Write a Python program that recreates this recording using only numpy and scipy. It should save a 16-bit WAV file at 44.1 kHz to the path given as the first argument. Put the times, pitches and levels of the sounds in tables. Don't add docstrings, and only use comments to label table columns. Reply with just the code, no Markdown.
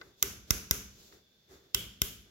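import sys
import numpy as np
from scipy import signal
from scipy.fft import rfft, irfft, next_fast_len
from scipy.io import wavfile
from scipy.ndimage import uniform_filter1d, map_coordinates

SR = 44100
rng = np.random.default_rng(int(sys.argv[2]) if len(sys.argv) > 2 else 0)


def output_pcm(signal):
    pcm = np.clip(np.atleast_2d(signal).T, -1, 1) * 32767
    wavfile.write(sys.argv[1], SR, np.round(pcm).astype(np.int16))


N = 101429

# t/s, level/dB, clack/dB, hollow ring/dB, bright ring/dB, treble/dB,
# left minus right/dB, room echo/dB, low ring/dB, left jolt/dB, right jolt/dB
NOTCH_SNAPS = [(0.2265, -2, 2, 1.5, -0.5, 1.5, -3, -1, -37.5, -43, -36.5),
               (.5070, -3.5, 0.5, -3, -0.5, 0, -4, 3, -58, -38, -18),
               (.7106, -4.5, 1, 0.5, 0.5, 1.5, 0, 2, -47, -22, -37),
               (1.7468, -3.5, -2.5, 11.5, -7.5, -1, -5, 1.5, -41, -34, -41),
               (2.0182, -6, -3.5, 6.5, -5.5, 3, -4, 2.5, -45, -23, -36)]
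# f/Hz, level/dB, t60/s (time to fade by 60 dB), left minus right/dB
HOUSING_TONES = [(1103, -22.5, 0.02, -25), (1280, -24.5, 0.034, -16.5), (1510, -15.5, 0.052, 8.5),
                 (2050, -14.5, 0.051, -4), (2630, -18, 0.0094, 36), (3150, -14, 0.011, 26.5),
                 (3750, -4.5, 0.016, 9.5), (4890, -8.5, 0.016, 9), (5686, 8.5, 0.0047, -8),
                 (6540, -5.5, 0.004, 10), (7190, -10.5, 0.043, 1.5), (10740, -6, 0.0087, 0.5),
                 (15700, -28.5, 0.036, 2.5), (14800, -20.5, .012, 5)]
# f/Hz, level/dB
CRACK_SPECTRUM = [(200, -12.5), (800, -15.5), (1200, -11), (3300, 1), (4400, -7), (5800, 5), (7600, -0.5),
                  (8800, -16.5), (11500, 4), (15500, 2), (16800, -15.5)]
# f/Hz, left minus right/dB
CRACK_SIDES = [(1000, 9.5), (3500, 0.5), (6000, -18), (8200, 1), (9500, -21.5), (11200, 9), (15000, 13)]
# f/Hz, Q (higher rings longer)
MIC_LOW_CUTS = [(44, 2.86), (68, 1.38)]
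# t/s, ring level/dB, tick level/dB
FINGER_TAPS = [(0.0136, -22.5, -40.5), (1.1248, -43, -53)]
# f/Hz, level/dB
TICK_SPECTRUM = [(300, -11), (1500, 7), (2700, -6), (3600, -2), (5200, -6.5), (7500, -31), (15000, -50)]
# peak t/s, rise/s, fall/s, rub level/dB, hiss level/dB
FINGER_SLIDES = [(.025, 0.019, 0.067, -59.5, -66.5), (.215, 0.021, .02, -73, -63),
                 (.497, .02, 0.017, -62.5, -61), (1.02, .06, 0.075, -68, -59),
                 (1.14, 0.016, 0.048, -62.5, -67.5), (1.522, 0.02, 0.047, -57, -61.5),
                 (1.63, 0.055, 0.15, -70, -77), (2.27, .02, 0.043, -68.5, -76)]
# f/Hz, level/dB
RUB_SPECTRUM = [(25, -26), (65, 0), (230, -7.5), (390, 5.5), (520, -5), (950, -13.5), (1300, -9.5),
                (2000, -12.5), (5000, -43.5)]
# f/Hz, level/dB
HISS_SPECTRUM = [(500, -1.5), (1500, -22), (2200, -10.5), (4000, -1.5), (7200, -2), (8600, -19),
                 (11500, -8.5), (15500, -9)]
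# f/Hz, level/dB
ECHO_SPECTRUM = [(25, -16), (55, 10.5), (200, -0.5), (410, -1.5), (560, -4.5), (850, -10.5), (1150, -5),
                 (1520, -1), (1800, -7.5), (2200, -2.5), (2900, -1.5), (4400, -6.5), (6100, 4),
                 (7600, -3.5), (8600, -13.5), (11500, 0.5), (15500, -5.5)]
# f/Hz, t60/s
ECHO_DECAY = [(70, 0.78), (200, 0.95), (500, 0.46), (1500, 0.56), (3200, 0.52), (4600, 0.54), (6200, 0.53),
              (8000, .43), (11500, 0.38), (16000, 0.36)]
# f/Hz, level/dB, t60/s
ROOM_TONES = [(64.55, -50.5, 0.83), (178.2, -58, 1.4), (200.5, -51.5, 0.98), (434, -52, .5)]
# f/Hz, likeness (1 the same, 0 unrelated)
EAR_LIKENESS = [(100, 0.9), (350, 0.85), (800, 0.12), (16000, 0)]
# f/Hz, level/dB
HUSH_SPECTRUM = [(25, -21), (55, -5), (210, -1.5), (300, -11.5), (390, -4.5), (970, -18.5), (2850, -15.5),
                 (3600, -12.5), (4500, -11), (6900, -17.5), (9000, -36.5), (11500, -22), (15500, -22.5)]
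# f/Hz, width/Hz, level/dB
WHINES = [(1560, 38, -86), (3510, 213, -74.5)]

SNAP_RISE_S = 0.00038
ROOM_ONSET_S, ROOM_BUILD_S = 0.0014, 0.014


def collar():
    out, t = np.zeros((2, N)), np.arange(N) / SR
    scrape = wide_noise(HISS_SPECTRUM, N)
    low_ring_hz, low_ring_delay_s, climb_s = 397.1, 0.00887, 0.0025
    low_ring = np.sin(2 * np.pi * low_ring_hz * t) * fade(t, t60=0.15) * swell(t, ROOM_ONSET_S)
    for s, db, clack_db, hollow_db, bright_db, treble_db, pan_db, room_db, low_db, _, _ in NOTCH_SNAPS:
        def grip(hz):
            clack = clack_db * bell(hz, centre=1200, width=630)
            hollow = hollow_db * bell(hz, centre=3220, width=300)
            bright = bright_db * bell(hz, centre=6100, width=550)
            treble = treble_db * np.clip(2 * hz / 10700 - 1, 0, 1)
            return amp(db + clack + hollow + bright + treble)

        click = amp(-40) * scrape * np.exp(-abs(t - s) / climb_s)
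        add(click, s, snap(pan_db, room_db))
        out += filtered(click, grip)
        add(out, s + low_ring_delay_s, amp(low_db) * low_ring[None])
    return out


def snap(pan_db, room_db):
    t = np.arange(SR) / SR
    direct = amp(-5.5) * crack(t) + amp(-17) * housing(t, SNAP_RISE_S)
    desk_delay_s = 0.0095
    desk = filtered(direct[::-1], lambda hz: np.exp(-2j * np.pi * hz * desk_delay_s))
    boom = sum(amp(db) * fade(t, t60) * np.sin(2 * np.pi * (hz * t + rng.random()))
               for hz, db, t60 in ROOM_TONES)
    room = amp(-32) * room_echo() + boom * swell(t, ROOM_BUILD_S)
    return panned(pan_db) * direct + amp(-26.5) * desk + amp(room_db) * room


def crack(t):
    def colour(hz):
        return amp(along(CRACK_SPECTRUM, hz)) * panned(along(CRACK_SIDES, hz))

    hz = np.fft.rfftfreq(SR, 1 / SR)
    delay_s, contact_max_s = 0.0004025, 0.02
    spread = unit(uniform_filter1d(rng.standard_normal((2, len(hz))), size=900))
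    phase = 2 * np.pi * np.cumsum(delay_s * (1 + spread / 2), axis=1)
    contact = unit(irfft(colour(hz) * np.exp(-1j * phase), SR)) * np.sqrt(delay_s)
    chatter = amp(-9.5) * fade(t, t60=0.014)
    rattle = amp(-22) * fade(t, t60=0.035)
    grit = unit(filtered(rng.standard_normal((2, SR)), colour))
    return contact * (t < contact_max_s) + grit * (chatter + rattle) * swell(t, SNAP_RISE_S)


def housing(t, rise_s, scatter_db=-0.5):
    ring = 0
    for hz, db, t60, pan_db in HOUSING_TONES:
        gain = amp(db + scatter_db * rng.standard_normal()) * panned(pan_db)
        ring += gain * fade(t, t60) * np.sin(2 * np.pi * (hz * t + rng.random((2, 1))))
    return ring * swell(t, rise_s)


def jolts(push_s=0.00063):
    def low_cut(f):
        return np.prod([-f * f / (hz * hz - f * f + 1j * f * hz / q) for hz, q in MIC_LOW_CUTS], axis=0)

    out = np.zeros((2, N))
    progress = np.arange(SR // 4) / SR / push_s
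    thud = filtered(-progress * np.exp(-progress), low_cut)
    for s, *_, left_db, right_db in NOTCH_SNAPS:
        add(out, s, amp([[left_db], [right_db]]) * thud / abs(thud).max())
    return out


def taps(cutoff_hz=1800):
    out, t = np.zeros((2, N)), np.arange(SR) / SR
    for s, ring_db, tick_db in FINGER_TAPS:
        ring = amp(ring_db) * (housing(t, rise_s=0.0026) + amp(-31.5) * room_echo())
        tick = amp(tick_db) * wide_noise(TICK_SPECTRUM, SR) * fade(t, t60=0.028)
        add(out, s, tick + filtered(ring, lambda hz: 1 / (1 + (hz / cutoff_hz) ** 4)))
    return out


def slides():
    t, rub, hiss = np.arange(N) / SR, 0, 0
    for s, rise_s, fall_s, rub_db, hiss_db in FINGER_SLIDES:
        stroke = bell(t, s, np.where(t < s, rise_s, fall_s))
        rub += amp(rub_db) * stroke
        hiss += amp(hiss_db) * stroke
    flutter = stick_slip(rate_hz=43, depth_db=-1.5)
    return flutter * (rub * wide_noise(RUB_SPECTRUM, N) + hiss * wide_noise(HISS_SPECTRUM, N))


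def stick_slip(rate_hz, depth_db):
    values = rng.standard_normal(SR // 10)
    return amp(depth_db * map_coordinates(values, [np.arange(N) * rate_hz / SR], mode="wrap"))


def room_echo():
    hz, times, spectra = signal.stft(wide_noise(ECHO_SPECTRUM, SR), SR, nperseg=256)
    decay = fade(times, along(ECHO_DECAY, hz)[:, None])
    _, tail = signal.istft(spectra * decay, SR, nperseg=256)
    t = np.arange(SR) / SR
    return tail[:, :SR] * swell(np.maximum(t - ROOM_ONSET_S, 0), ROOM_BUILD_S)


def background():
    whine = 0
    for hz, width, db in WHINES:
        band = filtered(rng.standard_normal((2, N)), lambda f: bell(f, hz, width / 2))
        whine += amp(db) * unit(band)
    return amp(-70) * wide_noise(HUSH_SPECTRUM, N) + whine


def wide_noise(spectrum, n, top_hz=15900):
    def colour(hz):
        angle = np.arccos(np.clip(along(EAR_LIKENESS, hz), -1, 1)) / 2
        return amp(along(spectrum, hz)) * (hz < top_hz) * [np.cos(angle), np.sin(angle)]

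    mid, side = filtered(rng.standard_normal((2, n)), colour)
    return unit(np.array([mid + side, mid - side]))


def amp(db):
    return 10 ** (np.asarray(db) / 20)


def unit(x):
    return x / np.sqrt(np.mean(x ** 2) + 1e-20)


def along(points, hz):
    freqs, values = np.transpose(points)
    return np.interp(np.log(hz + 1), np.log(freqs + 1), values)


def bell(x, centre, width):
    return np.exp(-.5 * ((x - centre) / width) ** 2)


def swell(t, rise_s):
    return 1 - np.exp(-t / rise_s)


def fade(t, t60):
    return np.exp(-np.log(1000) * t / t60)


def panned(db):
    return amp(np.array([[.5], [-.5]]) * db)


def filtered(x, response):
    n = x.shape[-1]
    padded = next_fast_len(n + SR // 4)
    return irfft(rfft(x, padded) * response(np.fft.rfftfreq(padded, 1 / SR)), padded)[..., :n]


def add(out, s, x):
    start = max(round(s * SR), 0)
    out[:, start:start + x.shape[-1]] += x[:, :N - start]


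def scene():
    return collar() + jolts() + taps() + slides() + background()


def record(dry):
    top_hz = 16600
    return filtered(dry, lambda hz: 1 / (1 + (hz / top_hz) ** 120))


dry = scene()
out = record(dry)
output_pcm(out)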